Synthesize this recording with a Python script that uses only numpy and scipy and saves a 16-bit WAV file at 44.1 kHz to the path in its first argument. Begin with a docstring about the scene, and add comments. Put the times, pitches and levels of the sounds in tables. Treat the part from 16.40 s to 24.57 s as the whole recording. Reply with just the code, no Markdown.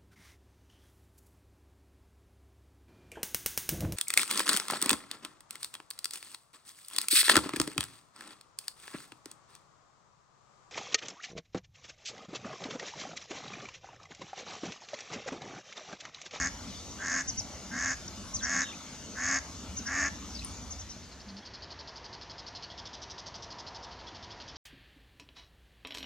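"""Over the wash of a river and a low distant rumble, a duck gives six evenly spaced quacks:
membranes in its voice box slap shut and make its throat and bill ring. Meanwhile a wagtail throws
in thin arched chips, and other birds whistle farther off. After the last quack a few drops fall, and
the scene fades into a quieter, single-channel spot up the bank. There a small bird chatters about
twelve notes a second, something hoots once, and a far road swells."""
import sys
import numpy as np
from scipy import signal
from scipy.fft import rfft, irfft, next_fast_len
from scipy.io import wavfile
from scipy.ndimage import uniform_filter1d

SR = 44100
rng = np.random.default_rng(int(sys.argv[2]) if len(sys.argv) > 2 else 0)


def master_out(mix):
    """Clip the mix to full scale and print it as 16-bit PCM to the path in sys.argv[1]."""
    frames = np.transpose(np.atleast_2d(mix))
    ceiling = np.clip(frames, -1, 1)
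    pcm = np.round(ceiling * 32767).astype(np.int16)
    wavfile.write(sys.argv[1], SR, pcm)


N = 360297
TIME = np.arange(N) / SR


def gain_of(db):
    """Turns decibels into a number to multiply a sound by."""
    return 10 ** (np.asarray(db) / 20)


def unit_level(x):
    """Scales a signal so that its average power is 1."""
    return x / np.sqrt(np.mean(np.abs(x) ** 2) + 1e-20)


def at_frequency(points, hz):
    """Reads between the rows of a table, with frequency spaced in octaves."""
    row_hz, value = np.transpose(points)
    return np.interp(np.log(hz + 1), np.log(row_hz + 1), value)


def wander(n, rate_hz):
    """A smooth random wobble that moves up to about rate_hz."""
    size = next_fast_len(n + SR // 10)
    hz = np.fft.rfftfreq(size, 1 / SR)
    return unit_level(irfft(rfft(rng.standard_normal(size)) * np.exp(-(hz / rate_hz) ** 2)))[:n]


def keep_band(x, hz, kind, order=2):
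    """Keeps what lies above ("high") or below ("low") hz."""
    return signal.sosfilt(signal.butter(order, hz, kind, fs=SR, output="sos"), x)


def play(source, rows):
    """One track with a sound for each row; anything before time zero is dropped."""
    track = np.zeros(N)
    for row in rows:
        start_s, sound = source(*row)
        start = round(start_s * SR)
        sound = sound[max(-start, 0):]
        part = track[max(start, 0):][:len(sound)]
        part += sound[:len(part)]
    return track


# how alike the left and right noise are: frequency_hz, likeness (1 = the same)
STEREO_LIKENESS = [(60, 0.87), (300, 0.95), (1700, 0.82), (6000, 0.61), (12000, 0.41)]
# how far the left is ahead: frequency_hz, lead_radians
LEFT_LEAD = [(100, 0), (700, 0.04), (1700, 0.28), (6000, 1.3), (12000, 1.35)]
# how much louder the left is: frequency_hz, boost_db
LEFT_BOOST = [(100, 0), (500, -0.5), (1700, 4), (6000, 2), (12000, 0)]

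def wash(spectrum, patchy_db):
    """Stereo noise of power about 1, shaped by a spectrum, with drifting louder and softer patches."""
    hz = np.fft.rfftfreq(2048, 1 / SR)
    a, b, c, d, patches = rng.standard_normal((5, len(hz), N // 512 + 5))
    shared, separate = a + 1j * b, c + 1j * d
    patches = unit_level(uniform_filter1d(uniform_filter1d(patches, size=14, axis=0), size=8, axis=1))
    alike = np.clip(at_frequency(STEREO_LIKENESS, hz), -1, 1)[:, None]
    lean = gain_of(at_frequency(LEFT_BOOST, hz) / 2) * np.exp(.5j * at_frequency(LEFT_LEAD, hz))
    left = shared * lean[:, None]
    right = (alike * shared + np.sqrt(1 - alike ** 2) * separate) / lean[:, None]
    shape = gain_of(at_frequency(spectrum, hz)[:, None] + patchy_db * patches)
    noise = signal.istft(np.array([left, right]) * shape, nperseg=2048, noverlap=1536)[1][:, :N]
    return noise / noise.mean(0).std()


# the rumble's tone: frequency_hz, relative_db
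RUMBLE_SPECTRUM = [(20, -38), (35, -36), (50, -13.5), (72, 2.5), (105, -11.5), (140, -29), (300, -53)]
# its loudness: time_s, level_db
RUMBLE_LOUDNESS = [(0, -50), (1.1, -53), (1.9, -48.5), (2.45, -59.5), (3, -53), (3.3, -48), (3.9, -48.5),
                   (4.6, -48)]

def rumble():
    """Deep, distant noise that swells and sinks."""
    return gain_of(np.interp(TIME, *np.transpose(RUMBLE_LOUDNESS))) * wash(RUMBLE_SPECTRUM, patchy_db=1.5)


# the drone's tone: frequency_hz, relative_db
DRONE_SPECTRUM = [(80, -38), (140, -14.5), (195, 1.5), (280, 0), (340, -13.5), (450, -11.5), (900, -56)]

def drone(level_db=-50):
    """A steady low noise just above the rumble."""
    return gain_of(level_db) * wash(DRONE_SPECTRUM, patchy_db=3.5)


# the water's tone: frequency_hz, relative_db
RIVER_SPECTRUM = [(190, 0.5), (330, -1.5), (470, -6), (609, -2), (692, -6.5), (1100, -2.5), (1400, -7),
                  (1600, -11), (2140, -9), (2590, -9.5), (4340, -7.5), (5100, -6.5), (6390, -1.5),
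                  (8130, -17.5), (15500, -35.5)]

def river(level_db=-47.5):
    """Water washing along the river's edge."""
    return gain_of(level_db) * wash(RIVER_SPECTRUM, patchy_db=2.5)


# the tone of the air up the bank: frequency_hz, relative_db
HUSH_SPECTRUM = [(20, -18.5), (45, 1), (90, 1), (150, -7), (400, -8.5), (900, -14.5), (1300, -13.5),
                 (1800, -11.5), (2400, -16), (4800, -15.5), (5800, -17), (6900, -27), (7700, -42.5),
                 (9000, -70)]

def hush(level_db=-51):
    """The even hush of open air."""
    return gain_of(level_db) * wash(HUSH_SPECTRUM, patchy_db=.3)


# the road's tone: frequency_hz, relative_db
ROAD_SPECTRUM = [(300, -11), (600, -0.5), (700, 5), (790, -1), (920, 6.5), (1130, -0.5), (1400, -7.5),
                 (2500, -54.5)]
# its swell: time_s, relative_db
ROAD_SWELL = [(5, -55), (5.4, -51), (6.2, -52), (6.8, -49), (7.35, -46), (7.7, -50), (8.17, -51)]

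def road(trim_db=-4):
    """The noise of a far road grows, then eases."""
    level_db = np.interp(TIME, *np.transpose(ROAD_SWELL)) + trim_db
    return gain_of(level_db) * wash(ROAD_SPECTRUM, patchy_db=.5)


def bank_echo(x, decay_s, echo_db):
    """Reeds and banks scatter a faint tail, different on each side, that falls 60 dB in decay_s."""
    t = np.arange(SR // 2) / SR
    echoes = rng.standard_normal((2, len(t))) * (rng.random((2, len(t))) < .05)
    echoes *= gain_of(-60 * t / decay_s) * (t > .004)
    echoes /= np.linalg.norm(echoes[0])
    return gain_of(echo_db) * signal.fftconvolve(x[None], echoes, axes=1)[:, :N]


def ripple_echo(x, echo_db=-6.5):
    """Rippled water scatters the treble within a few milliseconds, differently to each side."""
    t = np.arange(SR // 80) / SR
    echoes = rng.standard_normal((2, len(t))) * np.exp(-t / .003)
    echoes /= np.linalg.norm(echoes, axis=1, keepdims=True)
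    treble = keep_band(x, 4200, "high")
    return gain_of(echo_db) * signal.fftconvolve(treble[None], echoes, axes=1)[:, :N]


def with_close_echo(x, echo_db=-16, delay_s=.00138):
    """A surface beside the microphone adds one quick echo that colours the sound."""
    return x + gain_of(echo_db) * np.roll(x, round(delay_s * SR), axis=-1)


# a faint low hoot: start_s, level_db, lowest_hz, length_s
HOOTS = [(4.85, -45.5, 192.8, 0.17)]

def hoot(start_s, level_db, lowest_hz, length_s, sag=.14):
    """A soft, plain tone that sags and rises again."""
    along = np.linspace(-1, 1, int(length_s * SR))
    tone = np.sin(2 * np.pi * np.cumsum(lowest_hz * (1 + sag * along ** 2)) / SR)
    return start_s, gain_of(level_db) * tone * signal.windows.tukey(len(along), .4)


# drops and plops on the water: start_s, level_db, pitch_hz
WATER_DROPS = [(4.047, -28, 8930), (4.082, -48, 8850), (4.565, -45, 622)]

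def drip(start_s, level_db, pitch_hz, tick_db=-15):
    """A tick and a ringing bubble; large bubbles ring lower and longer."""
    t = np.arange(SR // 8) / SR
    tick = gain_of(tick_db) * rng.standard_normal(len(t)) * np.exp(-t / .00052)
    ring_s = 3.4 / np.sqrt(pitch_hz)
    bubble = np.sin(2 * np.pi * pitch_hz * t) * gain_of(-60 * t / ring_s)
    return start_s, gain_of(level_db) * (tick + bubble)


# birds farther off: start_s, level_db, first_hz, last_hz, length_s
FAR_WHISTLES = [(1.776, -62, 9700, 8360, 0.27), (1.965, -51, 5020, 3020, 0.057),
                (2.194, -50, 3670, 3660, 0.17), (3.94, -45.5, 5270, 5280, .025),
                (3.959, -45, 4730, 4420, 0.026), (3.987, -46.5, 3700, 4320, 0.02),
                (4.016, -51.5, 2490, 2830, 0.015)]

def whistle(start_s, level_db, first_hz, last_hz, length_s, waver=.03, flicker_db=4):
    """A thin, ragged whistle that slides from one pitch to another."""
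    n = int(length_s * SR)
    hz = np.linspace(first_hz, last_hz, n) * (1 + waver * wander(n, 400))
    tone = np.sin(2 * np.pi * np.cumsum(hz) / SR) * gain_of(flicker_db * wander(n, 120))
    return start_s, gain_of(level_db) * unit_level(tone * signal.windows.tukey(n, .6))


# tumbling bird phrases: start_s, length_s, level_db, first_hz, last_hz
WARBLE_PHRASES = [(0.199, .2, -58.5, 4470, 3200), (2.259, 0.084, -52.5, 3120, 2550)]

def warble(start_s, length_s, level_db, first_hz, last_hz, scatter=.15, note_s=.023, notes_per_s=71):
    """Tiny whistles tumble loosely down from the first pitch to the last."""
    along = np.linspace(0, 1, round(length_s * notes_per_s))
    starts_s = start_s + length_s * along - note_s / 2
    path_hz = first_hz + (last_hz - first_hz) * along
    ends_hz = path_hz[:, None] * (1 + scatter * rng.standard_normal((len(along), 2)))
    return play(whistle, [(s, level_db, *hz, note_s) for s, hz in zip(starts_s, ends_hz)])


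# plain low pips among the chatter: start_s, level_db, pitch_hz
LOW_PIPS = [(5.02, -61.5, 3360), (6.298, -51, 3350), (7.666, -54, 3300)]

def pip(start_s, level_db, pitch_hz, rise=.043, length_s=.024):
    """A short whistle that rises slightly."""
    return whistle(start_s, level_db, pitch_hz * (1 - rise), pitch_hz * (1 + rise), length_s)


# the tones stacked in a chatter note: multiple_of_base_pitch, relative_db
CHATTER_TONES = [(2, -1.5), (3, 7.5), (4, -9.5)]
# how the voice changes: time_s, strongest_tone_hz, lowest_tone_boost_db
CHATTER_VOICE = [(4.6, 4755, -4), (6.3, 4910, -0.5), (6.4, 5195, 6), (6.9, 5130, -1), (7.3, 4960, -0.5),
                 (7.7, 4960, 6)]
# its loudness, which falters twice: time_s, level_db
CHATTER_LOUDNESS = [(4.63, -56), (5.12, -46.5), (5.8, -48), (6.22, -44), (6.3, -51.5), (6.37, -45.5),
                    (6.85, -45), (7.43, -47.3), (7.55, -54.5), (7.67, -50.5), (8.1, -47.5)]

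def chatter_note(start_s, length_s=.03, sweeps_per_s=150, arch=.097, drop=.34, scratch=.055):
    """A buzzy note: four or five quick downward sweeps riding on a small arch."""
    n = int(length_s * SR)
    t = np.arange(n) / SR
    times_s, *columns = np.transpose(CHATTER_VOICE)
    strongest_hz, boost_db = (np.interp(start_s, times_s, column) for column in columns)
    level_db = np.interp(start_s, *np.transpose(CHATTER_LOUDNESS)) + .16 * rng.standard_normal()
    sweep = sweeps_per_s * (1 + .09 * rng.standard_normal()) * t % 1
    fall = drop * (.5 - sweep) + scratch * wander(n, 1000) + .015 * rng.standard_normal()
    hz = strongest_hz * (1 + fall + arch * (np.sin(np.pi * t / length_s) - 2 / np.pi))
    base_cycles = np.cumsum(hz) / SR / 3  # the strongest tone is 3 times the base pitch
    note = np.zeros(n)
    for multiple, db in CHATTER_TONES:
        tone_db = db + boost_db * (multiple == 2) + 1.3 * wander(n, 220)
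        note += gain_of(tone_db) * np.sin(2 * np.pi * multiple * base_cycles)
    fades = np.sqrt(np.sin(np.pi * sweep)) * signal.windows.tukey(n, .25)
    return start_s, gain_of(level_db) * unit_level(note * fades)


# runs of chatter: first_note_s, last_note_s, note_count
NOTE_RUNS = [(4.627, 6.148, 19), (6.222, 6.529, 5), (6.616, 7.426, 11), (7.508, 7.903, 6),
             (7.998, 8.155, 3)]

def chatter():
    """A small bird sings run after run, each at its own even pace, with a few pips among them."""
    notes = [(s,) for first_s, last_s, count in NOTE_RUNS for s in np.linspace(first_s, last_s, count)]
    return play(chatter_note, notes) + play(pip, LOW_PIPS)


# the wagtail's calls: middle_s, level_db, top_hz, length_s
WAGTAIL_CHIPS = [(0.518, -47, 6200, 0.027), (0.892, -31.5, 6250, 0.046), (0.991, -32, 6060, 0.05),
                 (1.682, -37.5, 5880, 0.01), (1.955, -31, 6250, 0.047), (2.044, -32, 6080, 0.051),
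                 (3.382, -35, 6330, 0.041), (3.472, -36, 5850, 0.033), (4.32, -38, 6370, 0.046),
                 (4.406, -41.5, 6200, 0.056), (4.51, -40, 6000, 0.057)]

def chip(middle_s, level_db, top_hz, length_s, arch=.27, fall=.051, buzz_hz=720, buzz=.38):
    """A whistle that arches up and falls further, made buzzy by a fast flutter."""
    n = int(length_s * SR)
    along = np.linspace(-1, 1, n)
    hz = top_hz * (1 - arch * along ** 2 - fall * along + .025 * wander(n, 350))
    flutter = np.sin(2 * np.pi * np.cumsum(buzz_hz * (1 + .112 * wander(n, 220))) / SR)
    tone = np.sin(2 * np.pi * np.cumsum(hz) / SR + buzz * flutter) * (1 + buzz * flutter)
    return middle_s - length_s / 2, gain_of(level_db) * unit_level(tone) * signal.windows.tukey(n, .8)


def resonate(x, hz, width_hz):
    """Rings like a hollow space: keeps a narrow band around hz, which may move over time."""
    spin = np.exp(2j * np.pi * np.cumsum(hz * np.ones(len(x))) / SR)
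    decay = np.exp(-np.pi * width_hz / SR)
    band = signal.lfilter([(1 - decay) ** 2], [1, -2 * decay, decay ** 2], x / spin + 1e-18)
    return 2 * (spin * band).real


def steadied(x, samples):
    """Evens out the loudness over a stretch of samples."""
    return x / np.sqrt(abs(uniform_filter1d(x ** 2, samples)) + np.mean(x ** 2) / 20)


def unevenness(n, depth_db):
    """A strength that changes from slap to slap, within limits."""
    return gain_of(1.5 * depth_db * np.tanh(wander(n, 220)))


# the bright edge of each slap in the duck's voice: frequency_hz, gain_db
RASP_SPECTRUM = [(2000, -40), (3400, -20), (4100, -21), (4850, -10), (5450, -7), (5850, -2.5), (6300, -1.5),
                 (6650, 0), (7000, -4.5), (7350, -16), (7650, -11), (8000, -24), (9200, -40), (14000, -60)]

def rasp_ring(slaps, size=2048):
    """Gives each slap a sharp start and a short, bright ring."""
    log_gain = np.log(gain_of(at_frequency(RASP_SPECTRUM, abs(np.fft.fftfreq(size, 1 / SR)))))
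    ring = np.fft.ifft(np.exp(np.conj(signal.hilbert(log_gain)))).real  # packs the energy at the start
    return signal.fftconvolve(slaps, ring[:size // 2])[:len(slaps)]


# side rings of windpipe and throat, with the bill open: frequency_hz, width_hz, gain_db
THROAT_RINGS = [(689, 87, -11), (1160, 127, -7.5), (1432, 100, -13), (2205, 166, -13.5)]

def throat(drive, bill_hz, open_hz=1740, main_width_hz=322):
    """As the bill opens, every ring rises in pitch and the side ones grow louder: a 'wah'."""
    opening = bill_hz / open_hz
    # rings above the main one swing against it, so their sign flips
    sides = sum(np.sign(open_hz - hz) * gain_of(db) * resonate(drive, hz * opening, width_hz)
                for hz, width_hz, db in THROAT_RINGS)
    return resonate(drive, bill_hz, main_width_hz) + gain_of(80 * (opening - 1)) * sides


def to_go(t, length_s):
    """Falls from 1 to 0 over length_s."""
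    return np.clip(1 - t / length_s, 0, 1)


def quack_shape(t, length_s, attack_s=.032, swell_s=.15, release_s=.033, peak_s=.18):
    """A quack catches, swells and is cut off, while its pitch arches and the bill moves."""
    release = to_go(length_s - t, release_s) ** 2
    effort_db = -12.5 * to_go(t, attack_s) - 8 * to_go(t, swell_s) - 16 * release
    rasp_shape_db = 3.5 * release - 10.5 * to_go(t, .088)  # comes in late and lingers a little
    pitch_share = 1 - .125 * (t / peak_s - 1) ** 2
    snap_open = (1 + np.tanh((t - .046) / .017)) / 2
    slow_close = .088 * np.maximum(t - peak_s / 2, 0)
    bill_share = .935 + .065 * snap_open - slow_close
    return effort_db, rasp_shape_db, pitch_share, bill_share


# the quacks, the first already under way: start_s, level_db, rasp_vs_voice_db, top_hz, open_bill_hz
DUCK_QUACKS = [(-0.151, -32.5, -3, 263.7, 1766), (0.585, -32.5, -3.2, 265, 1730),
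               (1.304, -32.5, -3.5, 263.4, 1734), (2.006, -31, -2.9, 262.6, 1740),
               (2.752, -31, -1.8, 268.7, 1756), (3.451, -30, -6, 279.6, 1780)]

def quack(start_s, level_db, rasp_db, top_hz, open_bill_hz, length_s=.245, air=.46, rasp_air=.73,
          hum_db=-12.5, full_effort_db=-30.5):
    """Membranes in the duck's voice box slap shut unevenly and make the throat and bill ring."""
    t = np.arange(0, length_s, 1 / SR)
    n = len(t)
    effort_db, rasp_shape_db, pitch_share, bill_share = quack_shape(t, length_s)
    hz = top_hz * pitch_share
    cycles = np.cumsum(hz * (1 + .007 * wander(n, 40))) / SR
    # a slower membrane, at a third of the pitch, makes the slaps strong and weak, early and late
    slow_phase = 2 * np.pi * (cycles / 3 + .074 * wander(n, 25) + rng.random())
    shift_ms = .095 * wander(n, 200) + .16 * np.sin(slow_phase)
    uneven_cycles = cycles + hz * shift_ms / 1000
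    strength = (1 + .24 * np.cos(slow_phase)) * unevenness(n, depth_db=1)
    slap_count = np.maximum.accumulate(np.maximum(uneven_cycles, 0)).astype(int)
    slaps = unit_level(np.diff(slap_count, prepend=0).astype(float))
    puffs = unit_level(np.exp(-(uneven_cycles % 1) / .28) * rng.standard_normal(n))
    drive = strength * (slaps + air * puffs)
    # a bright ring grows with the rasp and is stronger in the louder quacks
    bright_db = -15.5 + rasp_shape_db + level_db - full_effort_db
    bright = gain_of(bright_db) * resonate(drive, hz=2530 * bill_share, width_hz=340)
    voice = steadied(throat(drive, open_bill_hz * bill_share) + bright, samples=1300)
    rasp_drive = np.sqrt(abs(strength)) * unevenness(n, depth_db=4) * (slaps + rasp_air * puffs)
    rasp = gain_of(rasp_db + rasp_shape_db) * steadied(rasp_ring(rasp_drive), samples=700)
    hum = gain_of(hum_db) * unit_level(np.sin(2 * np.pi * cycles) * strength)
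    return start_s, gain_of(level_db + effort_db) * (voice + rasp + hum) * signal.windows.tukey(n, .05)


def from_the_left(x, lead_ms=.05, louder_db=2.7):
    """A sound from the left reaches the left microphone earlier and louder."""
    half_lead = np.exp(1j * np.pi * np.fft.rfftfreq(N, 1 / SR) * lead_ms / 1000)
    lean = half_lead * gain_of(louder_db / 2)
    return np.array([irfft(rfft(x) * lean ** side, N) for side in (1, -1)])


def waterside():
    """The duck ahead, small birds and drips to the left, water and rumble all round."""
    duck = play(quack, DUCK_QUACKS)
    small_sounds = play(chip, WAGTAIL_CHIPS) + play(whistle, FAR_WHISTLES)
    small_sounds += sum(warble(*row) for row in WARBLE_PHRASES) + play(drip, WATER_DROPS)
    background = river() + rumble() + drone()
    duck = duck + ripple_echo(duck) + bank_echo(duck, decay_s=.47, echo_db=-16)
    duck *= gain_of([[.2], [-.2]])  # a touch louder on the left
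    small_sounds = from_the_left(small_sounds) + bank_echo(small_sounds, decay_s=.27, echo_db=-11)
    return with_close_echo(duck + background) + small_sounds


def up_the_bank(fade_in):
    """The chattering bird, dulled by distance, as hush and road fade in; all in one channel."""
    bird = keep_band(chatter(), 6800, "low", order=8)
    bird += ripple_echo(bird).mean(0)
    far_road = road()
    echo = bank_echo(bird, decay_s=.21, echo_db=-5.5)
    return bird + (echo + fade_in * (far_road + hush())).mean(0)


def scene(fade_start_s=4.11, fade_end_s=5.146):
    """The waterside fades into the spot up the bank."""
    fade_in = np.clip((TIME - fade_start_s) / (fade_end_s - fade_start_s), 0, 1)
    return (1 - fade_in) * waterside() + up_the_bank(fade_in) + play(hoot, HOOTS)


def record(dry, lowest_hz=42, highest_hz=15500):
    """Trims away the deepest bass and the highest treble."""
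    thinned = keep_band(dry, lowest_hz, "high", order=4)
    treble_cut = signal.firwin(511, highest_hz, window=("kaiser", 9), fs=SR)
    return signal.oaconvolve(thinned, treble_cut[None], "same")


dry = scene()
out = record(dry)
master_out(out)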